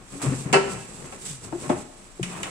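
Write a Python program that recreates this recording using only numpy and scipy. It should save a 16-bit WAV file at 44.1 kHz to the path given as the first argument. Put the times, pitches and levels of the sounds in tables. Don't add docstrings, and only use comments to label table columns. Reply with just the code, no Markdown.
import sys
import numpy as np
from scipy import signal
from scipy.fft import rfft, irfft, next_fast_len
from scipy.io import wavfile
from scipy.ndimage import map_coordinates

SR = 44100
rng = np.random.default_rng(int(sys.argv[2]) if len(sys.argv) > 2 else 0)


def bounce(signal):
    frames = np.transpose(np.atleast_2d(signal))
    limited = np.clip(frames, -1, 1)
    pcm = np.round(limited * 32767).astype(np.int16)
    wavfile.write(sys.argv[1], SR, pcm)


N = 110250

# time_s, level_db
WIPE_SPEED = [(0, -61), (.09, -54), (.14, -45), (.212, -45), (.224, -31), (.3, -43), (.42, -41.5),
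              (.5, -52), (.66, -49), (.72, -40.5), (.78, -49.5), (1.02, -47), (1.11, -50), (1.21, -47),
              (1.285, -34.5), (1.4, -55.5), (1.445, -42), (1.5, -56.5), (1.61, -44), (1.7, -42),
              (1.76, -49), (1.795, -42.5), (1.86, -55.5), (2.13, -56), (2.21, -53), (2.26, -48),
              (2.5, -45.5)]
# start_s, length_s, level_db
FIRM_STROKES = [(0.183, 0.11, -37.5), (2.239, 0.25, -42), (2.44, 0.062, -39.5)]
# time_s, level_db
HAND_PRESSURE = [(.1, -54), (.14, -41.5), (.2, -50.5), (.25, -32.5), (.33, -36.5), (.42, -47), (.47, -40),
                 (.75, -38), (.86, -49), (1.05, -44), (1.2, -52), (1.3, -47), (1.4, -57), (1.45, -41.5),
                 (1.51, -50.5), (1.6, -47), (1.66, -39.5), (1.77, -39), (1.9, -57.5), (2.17, -55),
                 (2.27, -46), (2.5, -42.5)]
# start_s, rise_s, fade_t60_s, first_hz, last_hz, level_db
LOW_TONES = [(0.115, 0.053, .42, 261, 287.4, -35.5), (0.228, 0.02, 0.091, 303, 240, -21.5),
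             (.252, 0.027, 0.3, 139, 128.7, -16.5), (.305, 0.021, 0.12, 254, 279, -22.5),
             (0.329, 0.02, 0.076, 128, 148, -32), (0.366, .018, 0.14, 274, 215, -31.5),
             (0.389, 0.035, 0.13, 159.5, 117.5, -31.5), (.457, 0.0062, 0.087, 159, 90, -25),
             (0.456, 0.017, 0.11, 263, 325, -29.5), (.497, 0.01, 0.73, 132.7, 151, -28.5),
             (0.678, 0.023, .17, 224, 172, -36), (.724, 0.031, 0.31, 136, 121, -34),
             (0.979, 0.082, 0.094, 119, 140.5, -42), (1.288, 0.028, 0.36, 182, 119.6, -36),
             (1.442, 0.029, 0.9, 84.4, 135, -39.5), (1.525, 0.0033, 0.08, 313, 335, -21),
             (1.538, 0.017, 0.086, 347, 353, -23.5), (1.665, 0.042, 0.38, 148.7, 117.4, -34.5),
             (2.195, 0.0031, 0.054, 383, 267, -25), (2.206, 0.0081, 0.15, 139.4, 121, -25),
             (2.203, 0.018, 0.73, 176.5, 183.7, -31)]
# start_s, level_db, contact_hardness_hz
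JAR_BUMPS = [(1.5245, -25, 1160), (1.637, -27.5, 1490), (1.6935, -22.5, 3800), (1.698, -12.5, 1180),
             (1.704, -31, 1480), (1.7115, -30, 2220), (1.727, -28, 1700), (1.735, -38, 2400),
             (1.765, -34, 990)]
# start_s, level_db, contact_hardness_hz
TUB_BLOWS = [(.5305, -18.5, 8700), (.5355, -25, 7250), (.542, -19.5, 4400), (.549, -22.5, 2080),
             (.556, -27, 2200), (.565, -28, 3200), (1.123, -40.5, 2380)]
# start_s, level_db, contact_hardness_hz
BRIGHT_CLICKS = [(.528, -21.5, 14200), (1.1236, -44.5, 3000), (2.2295, -27, 12200), (2.4315, -27.5, 9350)]

# pitch_hz, level_db, t60_s
JAR_MODES = [(285.6, -8.5, 0.067), (359, -12, 0.15), (603, -10.5, 0.11), (748.7, -9, 0.069),
             (1082, -13.5, 0.062), (1305, -9.5, 0.04)]
TUB_MODES = [(194, -20.5, .3), (391.4, -8, 0.38), (463, -9, 0.2), (547, -8.5, 0.15), (724, -6, 0.11),
             (785, -3, 0.077), (924, -7.5, .13), (1004, -5, 0.074), (1104, -12.5, 0.18), (1335, -11, 0.25),
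             (1492, -12, 0.15), (1660, -8.5, 0.089), (1852, -21.5, 0.3), (2284, -14, 0.14),
             (2638, -1.5, 0.077), (2890, -16, 0.12), (2963, -7, 0.077)]
CLICK_MODES = [(2330, 5, 0.014), (2910, 6, 0.025), (3390, -8.5, 0.018)]

# pitch_hz, density_db_per_hz
HISS_SPECTRUM = [(500, -25), (1500, -15.5), (3000, -9.5), (5000, -10), (6900, -6), (7900, 2), (8500, -4),
                 (9600, -6), (10600, -18), (12500, -24), (15500, -35)]
# pitch_hz, density_db_per_hz
HOLLOW_SPECTRUM = [(300, -38), (600, 3), (920, 4.5), (1150, 5.5), (1500, -2.5), (2400, -3.5), (3200, -9),
                   (5000, -30)]
# pitch_hz, density_db_per_hz
SCRUB_SPECTRUM = [(30, -18), (80, 3.5), (190, 9.5), (290, 2), (420, 5), (600, -4), (1050, -3.5), (1600, -9),
                  (2700, -9.5), (4000, -55), (9000, -68)]
# pitch_hz, density_db_per_hz
JAR_WASH_SPECTRUM = [(40, -26), (100, -3), (300, 11.5), (500, -1), (750, 6), (1300, -3.5), (2600, -4.5),
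                     (4500, -12), (8000, -4), (12000, -34)]
TUB_WASH_SPECTRUM = [(40, -38), (110, -5), (280, 1), (420, 7), (900, 3), (1800, -1), (2800, -2.5),
                     (3600, -13.5), (4600, -5.5), (6000, -11), (8500, -4.5), (10500, -16), (13000, -47)]
CLICK_WASH_SPECTRUM = [(300, -8.5), (1200, -2), (2600, 2.5), (4500, -10), (8000, -5), (9800, -7),
                       (12000, -38), (15500, -26)]
# pitch_hz, density_db_per_hz
SNAP_SPECTRUM = [(2000, -14), (5000, -9), (8000, 11), (10000, -3), (12000, -26), (15500, -19)]
# pitch_hz, density_db_per_hz
STILL_SPECTRUM = [(15, -24), (25, 1.5), (86, -17.5), (1340, -20.5), (9050, -35.5), (15500, -56)]

# pitch_hz, t60_s
ROOM_DECAY = [(100, 0.29), (500, 0.65), (6000, 0.83), (12000, 0.22)]
# pitch_hz, likeness
MIC_LIKENESS = [(60, 0.58), (200, 0.98), (550, 0.5), (1650, 0.099), (5000, 0)]
# pitch_hz, left_minus_right_db
MIC_BALANCE = [(100, 5.5), (380, 4), (750, 2.5), (2400, -1), (4400, -2), (8000, -6), (14000, 6.5)]

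SCRUB_RING_DB, SCRUB_RING_WIDTH_HZ = -13, 20.8
GLIDE_S, OVERTONE_DB = 0.039, -18
TONE_WANDER, TONE_ROUGH = 0.025, 0.28
SNAP_DB, SNAP_T60_S = 5, 0.008
STILL_DB = -52
TOP_HZ = 15900


def amp(db):
    return 10 ** (np.asarray(db) / 20)


def unit(x):
    return x / np.sqrt(np.mean(x ** 2) + 1e-20)


def along(points, hz):
    f, v = np.transpose(points)
    return np.interp(np.log(hz + 1), np.log(f + 1), v)


def curve(rows):
    return np.interp(np.arange(N) / SR, *np.transpose(rows))


def wobble(rate):
    knots = rng.standard_normal(int(N * rate / SR) + 4)
    return map_coordinates(knots, [np.arange(N) * rate / SR])


def filtered(x, response):
    n = x.shape[-1]
    m = next_fast_len(n + 8192)
    return irfft(rfft(x, m) * response(np.fft.rfftfreq(m, 1 / SR)), m)[..., :n]


def half_angle(hz):
    return np.arccos(np.clip(along(MIC_LIKENESS, hz), -1, 1)) / 2


def spread(pair, spectrum):
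    def response(hz):
        mid_side = np.array([np.cos(half_angle(hz)), np.sin(half_angle(hz))])
        return amp(along(spectrum, hz)) * mid_side

    mid, side = filtered(pair, response)
    return unit(np.array([mid + side, mid - side]))


def stereo_noise(n, spectrum):
    return spread(rng.standard_normal((2, n)), spectrum)


def add(track, s, sound):
    i = round(s * SR)
    track[:, i:i + sound.shape[-1]] += sound[..., :N - i]


def slips(per_s):
    caught = rng.random(N) < per_s / SR
    return unit(caught * rng.standard_normal((2, N)))


def cloth():
    level_db = curve(WIPE_SPEED) + 1.5 + 1.5 * wobble(58.66)
    return spread(slips(per_s=9000), HISS_SPECTRUM) * amp(level_db)


def rubs():
    level, t = np.zeros(N), np.arange(N) / SR
    for s, length_s, db in FIRM_STROKES:
        level += amp(db) * np.sin(np.pi * np.clip((t - s) / length_s, 0, 1))
    return spread(slips(per_s=2200), HOLLOW_SPECTRUM) * level * amp(wobble(49.36))


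def jar_resonance(f):
    damping = 1j * f * SCRUB_RING_WIDTH_HZ
    return sum(damping / (hz * hz - f * f + damping) for hz, _, _ in JAR_MODES)


def scrub():
    body = spread(slips(per_s=3900), SCRUB_SPECTRUM)
    ring = unit(filtered(body, jar_resonance))
    level_db = curve(HAND_PRESSURE) + 2.0 + 1.1 * wobble(33.4)
    return (body + amp(SCRUB_RING_DB) * ring) * amp(level_db)


def low_tones():
    out, t = np.zeros((2, N)), np.arange(N) / SR
    for s, rise_s, t60, first_hz, last_hz, db in LOW_TONES:
        hz = last_hz + (first_hz - last_hz) * np.exp(-t / GLIDE_S)
        phase = 2 * np.pi * np.cumsum(hz * (1 + TONE_WANDER * wobble(65.6))) / SR
        tone = np.sin(phase) + amp(OVERTONE_DB) * np.sin(2 * phase)
        swell = np.minimum(t / rise_s, 1) * amp(db - 60 * np.maximum(t - rise_s, 0) / t60)
        add(out, s, swell * (1 + TONE_ROUGH * wobble(128.6)) * tone)
    return out


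def struck(blows, modes, wash_spectrum, wash_db, wash_t60, attack_s):
    out, t = np.zeros((2, N)), np.arange(SR // 2) / SR
    left_right = np.array([[1], [-1]])
    skews = [half_angle(hz) * rng.choice([-1, 1]) * left_right for hz, _, _ in modes]
    for s, db, hardness_hz in blows:
        ring = np.zeros((2, len(t)))
        for (hz, level, t60), skew in zip(modes, skews):
            fade = amp(level + rng.normal(0, 0.92) - 60 * t / t60)
            ring += fade * np.sin(2 * np.pi * hz * (s + t) + skew)
        dense = stereo_noise(len(t), wash_spectrum) * amp(wash_db - 60 * t / wash_t60)
        contact = signal.butter(2, min(hardness_hz, SR / 2 - 1000), fs=SR)
        onset = 1 - np.exp(-t / attack_s)
        add(out, s, amp(db) * signal.lfilter(*contact, (ring + dense) * onset))
    return out


def jar_bumps():
    return struck(JAR_BUMPS, JAR_MODES, JAR_WASH_SPECTRUM, wash_db=-2.5, wash_t60=0.14, attack_s=0.0006)


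def tub_clatter():
    return struck(TUB_BLOWS, TUB_MODES, TUB_WASH_SPECTRUM, wash_db=2.5, wash_t60=0.21, attack_s=0.00053)


def bright_clicks():
    return struck(BRIGHT_CLICKS, CLICK_MODES, CLICK_WASH_SPECTRUM,
                  wash_db=1.5, wash_t60=0.1, attack_s=0.00081)


def snaps():
    out, t = np.zeros((2, N)), np.arange(SR // 20) / SR
    for s, db, _ in BRIGHT_CLICKS:
        fade = amp(db + SNAP_DB - 60 * t / SNAP_T60_S)
        add(out, s, stereo_noise(len(t), SNAP_SPECTRUM) * fade)
    return out


def kitchen(x, wet_db):
    flat = [(20, 0), (20000, 0)]
    hz, t, z = signal.stft(stereo_noise(SR * 3 // 4, flat), SR, nperseg=256)
    fade = amp(-60 * t / along(ROOM_DECAY, hz)[:, None])
    tail = signal.istft(z * fade, SR, nperseg=256)[1]
    tail = np.pad(tail / np.linalg.norm(tail[0]), ((0, 0), (SR // 200, 0)))
    mono = x.sum(0)[None] / np.sqrt(2)
    return x + amp(wet_db) * signal.fftconvolve(mono, tail, axes=1)[:, :N]


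def still_room():
    return amp(STILL_DB) * stereo_noise(N, STILL_SPECTRUM)


def scene():
    wiping = kitchen(cloth() + rubs(), wet_db=-10.5) + scrub()
    tones = kitchen(low_tones(), wet_db=-18)
    jar = kitchen(jar_bumps(), wet_db=-14.5)
    tub = kitchen(tub_clatter(), wet_db=-13)
    clicks = kitchen(bright_clicks() + snaps(), wet_db=-8)
    mix = wiping + tones + jar + tub + clicks + still_room()
    halves = np.array([[.5], [-.5]])
    return filtered(mix, lambda hz: amp(along(MIC_BALANCE, hz) * halves))


def record(dry):
    return filtered(dry, lambda hz: hz < TOP_HZ)


dry = scene()
out = record(dry)
bounce(out)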